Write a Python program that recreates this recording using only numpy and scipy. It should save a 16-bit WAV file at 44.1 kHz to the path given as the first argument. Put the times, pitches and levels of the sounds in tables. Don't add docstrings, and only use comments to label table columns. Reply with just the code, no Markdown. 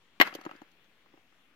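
import sys
import numpy as np
from scipy import signal
from scipy.io import wavfile

SR = 44100
rng = np.random.default_rng(int(sys.argv[2]) if len(sys.argv) > 2 else 0)


def linear_from_db(decibels):
    return 10 ** (np.asarray(decibels, float) / 20)


def to_wav(sig):
    pcm = np.clip(np.atleast_2d(sig), -1, 1) * 32767
    pcm = np.round(pcm).astype(np.int16)
    wavfile.write(sys.argv[1], SR, pcm.T)


N = 68355

# (frequency [Hz], density [dB per Hz])
WATER_SPECTRUM = [(25, -10), (80, -8.5), (210, -2), (700, -9.5), (3000, -6.5), (4200, -17), (8500, -27),
                  (13200, -27)]
# (frequency [Hz], left-right likeness [-1 to 1])
WATER_LIKENESS = [(60, 0.57), (240, 1), (950, 0.84), (3770, -0.04), (15000, -0.05)]
# (frequency [Hz], left minus right [dB])
WATER_LEAN = [(60, -1.5), (180, 6.5), (550, 0.5), (1650, 8.5), (4970, 4.5), (15000, 0)]
# (time [s], level [dB])
TRICKLE_FLOW = [
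    (.2, -89.5),
    (.222, -37),
    (.245, -40.5),
    (.272, -37),
    (.305, -50),
    (.45, -59.5),
    (.56, -60),
    (.68, -69),
    (.8, -89.5),
]
# (frequency [Hz], level [dB])
PEBBLE_SPECTRUM = [(140, -10.5), (300, -8), (800, -7.5), (1900, 0.5), (4200, -17.5), (9500, -35.5),
                   (12500, -27.5), (15500, -32)]
# (time [s], ground thud [dB], stone
# # clack [dB], grit [dB])
CONTACTS = [(0.1999, -18.5, -6.5, -12.5), (.204, -23.5, -18.5, -30), (0.2123, -26, -4, -5.5),
            (.216, -38, -15, -15.5), (.2218, -42, -12.5, -31), (.23, -34, -24, -37),
            (0.2718, -55, -30.5, -34), (0.3259, -47, -35, -55), (.3402, -62, -46, -36),
            (0.35, -27, -37.5, -29), (0.387, -45.5, -43, -81), (0.412, -59, -42, -45.5),
            (.438, -68, -46, -49), (0.4513, -49.5, -37, -41), (0.463, -33, -27, -53),
            (0.492, -53, -37.5, -58), (0.5119, -49, -35, -49.5), (.534, -52, -48.5, -73),
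            (0.551, -53, -55, -68), (.562, -60, -65, -52), (0.617, -42.5, -41, -49.5),
            (.7165, -86.5, -72.5, -56), (.843, -79.5, -64, -59.5), (1.06, -60, -55, -73),
            (1.138, -54, -51.5, -76), (1.174, -58.5, -51, -78), (1.324, -66, -57.5, -79),
            (1.485, -67, -66, -77)]
# (frequency [Hz], level [dB], t60 [s])
BED_MODES = [(180, -27, 0.012), (250, -12, 0.015), (319.5, 2, .035), (431.7, -10.5, 0.032),
             (550, -6, 0.0087)]
# (frequency [Hz], level [dB], t60 [s])
KNOCK_MODES = [(474, -7, 0.014), (554, -5.5, 0.033), (763, -3.5, 0.029), (993, 0.5, 0.012),
               (1293, -1, 0.023), (1610, -9.5, 0.016), (1944, -4, .012), (2770, -10, 0.012)]
# (frequency [Hz], level [dB], t60 [s])
CHIP_MODES = [(3120, -0.5, 0.0086), (4300, -7, 0.011), (4830, -5, 0.008), (6090, -5, 0.0041),
              (6800, -7.5, 0.0078), (8860, -18.5, 0.0016), (9500, -23.5, .004), (11730, -12, 0.0099),
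              (13250, -21, 0.00355), (14540, -15.5, 0.003)]
# (frequency [Hz], level [dB], t60 [s])
STONE_MODES = [(817, -9.5, 0.026), (976, -14, 0.012), (1126, -10, 0.027), (1263, -14, .018),
               (1380, -16, .015), (1630, -14.5, .015), (1900, -5.5, .015), (2064, -6, 0.012),
               (2110, -5.5, 0.033), (2470, -8, .015), (3020, 1.5, 0.0056), (2757, -6, .018),
               (1750, 1.5, .006)]
# (frequency [Hz], level [dB], t60 [s])
EDGE_MODES = [(3300, -8.5, .008), (3660, -8.5, .012), (4194, -6.5, 0.018), (4680, -9, .008),
              (5430, -13.5, 0.0083), (6300, -19, .005), (7280, -21.5, .006), (8820, -29, .005),
              (9370, -34, 0.0017), (12340, -14.5, .009), (12600, -32, 0.0037), (13200, -18, 0.0036),
              (14100, -15, 0.0046), (15000, -20, .004)]
PORT_OFFSET = [
    [-.00041],
    [-.00036],
]

WATER_DB = -69.5
TRICKLE_PER_S, PEBBLE_CYCLES, PEBBLE_LEAN_DB, PEBBLE_ALIKE_HZ = 6000, 12, 3, 600
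BLOWS_END_S = .25
STRIKE_SPREAD_DB = 3
HARD_TILT_DB, HARD_AT_DB = 0.31, -11
HEAVY_TILT_DB, HEAVY_AT_DB = 0.8, 7.5
CRUNCH_PER_S, CRUNCH_T60_S = 2500, .035
RIGHT_LAG_S, RIGHT_CRUNCH_DB = .00024, 7.5
LOW_CUT_HZ = 140
TOP = 1.6


def at_hz(points, hz):
    table = np.array(points)
    return np.interp(np.log(hz), np.log(table[:, 0]), table[:, 1])


def rms_one(x):
    return x / np.sqrt(np.mean(x ** 2) + 1e-20)


def filtered(kind, order, hz, x):
    return signal.sosfilt(signal.butter(order, hz, kind, fs=SR, output="sos"), x)


def drift(rate):
    r = np.exp(-80 * np.pi * rate / SR)
    slow = signal.lfilter([1], [1, -2 * r, r * r], rng.standard_normal(N // 40 + 2002))[2000:]
    return np.interp(np.arange(N) / 40, np.arange(len(slow)), rms_one(slow))


def water(patchy_db):
    out, together = 0, drift(3.0)
    edges = 22 * 2 ** np.arange(0, 9.7, 1 / 3)
    white = rng.standard_normal((2, 2, N + 8000))
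    for k, (low, high) in enumerate(zip(edges, edges[1:])):
        mid, side = filtered("band", 2, [low, high], white[k % 2])[:, 8000:]
        hz = np.sqrt(low * high)
        alike = np.clip(at_hz(WATER_LIKENESS, hz), -1, 1)
        lean_db = at_hz(WATER_LEAN, hz)
        gain = linear_from_db(at_hz(WATER_SPECTRUM, hz) + patchy_db * (0.2 * together + drift(4.7)))
        band = np.sqrt(1 + alike) * mid + np.sqrt(1 - alike) * side * [[1], [-1]]
        out = out + gain * linear_from_db([[lean_db / 2], [-lean_db / 2]]) * band
    return linear_from_db(WATER_DB + 2.5) * rms_one(out)


def ring(clicks, hz, t60):
    r, w = linear_from_db(-60 / (max(t60, .002) * SR)), 2 * np.pi * hz / SR
    return signal.lfilter([0, np.sin(w)], [1, -2 * r * np.cos(w), r * r], clicks + 1e-18)


def grains(per_s, size_db):
    sizes = linear_from_db(size_db * np.minimum(rng.exponential(1, (2, N)), 4))
    sizes = sizes * rng.choice([-1, 1], (2, N))
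    return rms_one(sizes * (rng.random((2, N)) < per_s / SR)) * np.sqrt(1000 / SR)


def trickle():
    out = 0
    for hz in 140 * 2 ** np.arange(0, 6.9, .3):
        ticks = grains(TRICKLE_PER_S * np.sqrt(hz / 2000) / 4, 3.5)
        alike = 1 / (1 + (hz / PEBBLE_ALIKE_HZ) ** 2)
        ticks[1] = np.sqrt(alike) * ticks[0] + np.sqrt(1 - alike) * ticks[1]
        t60 = PEBBLE_CYCLES / hz
        rung = ring(ring(ticks, hz, t60), hz, t60)
        out = out + linear_from_db(at_hz(PEBBLE_SPECTRUM, hz)) * np.sqrt(hz) * rms_one(np.diff(rung, prepend=0))
    flow = linear_from_db(np.interp(np.arange(N) / SR, *np.transpose(TRICKLE_FLOW)))
    return flow * rms_one(out) * linear_from_db([[PEBBLE_LEAN_DB / 2], [-PEBBLE_LEAN_DB / 2]])


def struck(modes, hit_db, tilt_db, crunch_db, right_db, scatter, pivot_hz=1500, crunch_t60=CRUNCH_T60_S):
    left = (np.array(CONTACTS)[:, 0] * SR).astype(int)
    right = left + int(RIGHT_LAG_S * SR)
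    fade = linear_from_db(-60 / (crunch_t60 * SR))
    spread_db = STRIKE_SPREAD_DB * rng.standard_normal((len(left), 30))
    out = 0
    for k, (hz, level_db, t60) in enumerate(modes):
        clicks = np.zeros((2, N))
        size = linear_from_db(hit_db + level_db + tilt_db * np.log2(hz / pivot_hz) + spread_db[:, k])
        clicks[0, left] = size
        clicks[1, right] = size * linear_from_db(right_db + scatter * spread_db[:, k + 15])
        crunch = signal.lfilter([1], [1, -fade], clicks) * linear_from_db([[crunch_db], [crunch_db + RIGHT_CRUNCH_DB]])
        out = out + ring(crunch * grains(CRUNCH_PER_S * 2, 3.0) - clicks * (-1) ** k, hz, t60)
    return out


def phases_db():
    is_blow = np.transpose(CONTACTS)[0] < BLOWS_END_S
    return np.where(is_blow, 0, -200), np.where(is_blow, -200, 0)


def thud():
    _, thud_db, _, _ = np.transpose(CONTACTS)
    shaken = struck(BED_MODES, thud_db, 0, crunch_db=-21, right_db=-1.5, scatter=0.28)
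    return filtered("low", 2, 1000, shaken)


def knock():
    _, thud_db, clack_db, _ = np.transpose(CONTACTS)
    _, tumble_db = phases_db()
    tilt_db = np.clip(HEAVY_TILT_DB * (clack_db - thud_db - HEAVY_AT_DB), -8, 4)
    return struck(KNOCK_MODES, clack_db - 2.8 + tumble_db, tilt_db, crunch_db=-12.5, right_db=-7.5,
                  scatter=0.43, pivot_hz=1100, crunch_t60=0.046)


def clack():
    _, _, clack_db, grit_db = np.transpose(CONTACTS)
    blow_db, _ = phases_db()
    tilt_db = HARD_TILT_DB * (grit_db - clack_db - HARD_AT_DB)
    return struck(STONE_MODES, clack_db - 1 + blow_db, tilt_db, crunch_db=-11, right_db=-10.5, scatter=0.68)


def grit():
    _, _, _, grit_db = np.transpose(CONTACTS)
    blow_db, tumble_db = phases_db()
    edges = struck(EDGE_MODES, grit_db - 5 + blow_db, 0, crunch_db=-4.5, right_db=-7.5, scatter=.7)
    chips = struck(CHIP_MODES, grit_db - 6 + tumble_db, 0, crunch_db=-1.8, right_db=-7.5,
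                   scatter=0.49, crunch_t60=0.0333)
    return filtered("high", 2, 2800, edges + chips)


def stone():
    body = filtered("band", 3, [400, 3900], clack() + knock())
    return thud() + body + grit()


def scene():
    near = filtered("high", 4, LOW_CUT_HZ, stone() + trickle())
    return water(patchy_db=1.66) + near


def roll_off(x):
    return signal.sosfilt(signal.butter(12, 16530, fs=SR, output="sos"), x)


def record(dry):
    rounded = TOP * np.tanh(dry / TOP)
    limited = signal.sosfilt(signal.cheby2(10, 50, 16850, fs=SR, output="sos"), rounded)
    return roll_off(limited + np.array(PORT_OFFSET))


dry = scene()
out = record(dry)
to_wav(out)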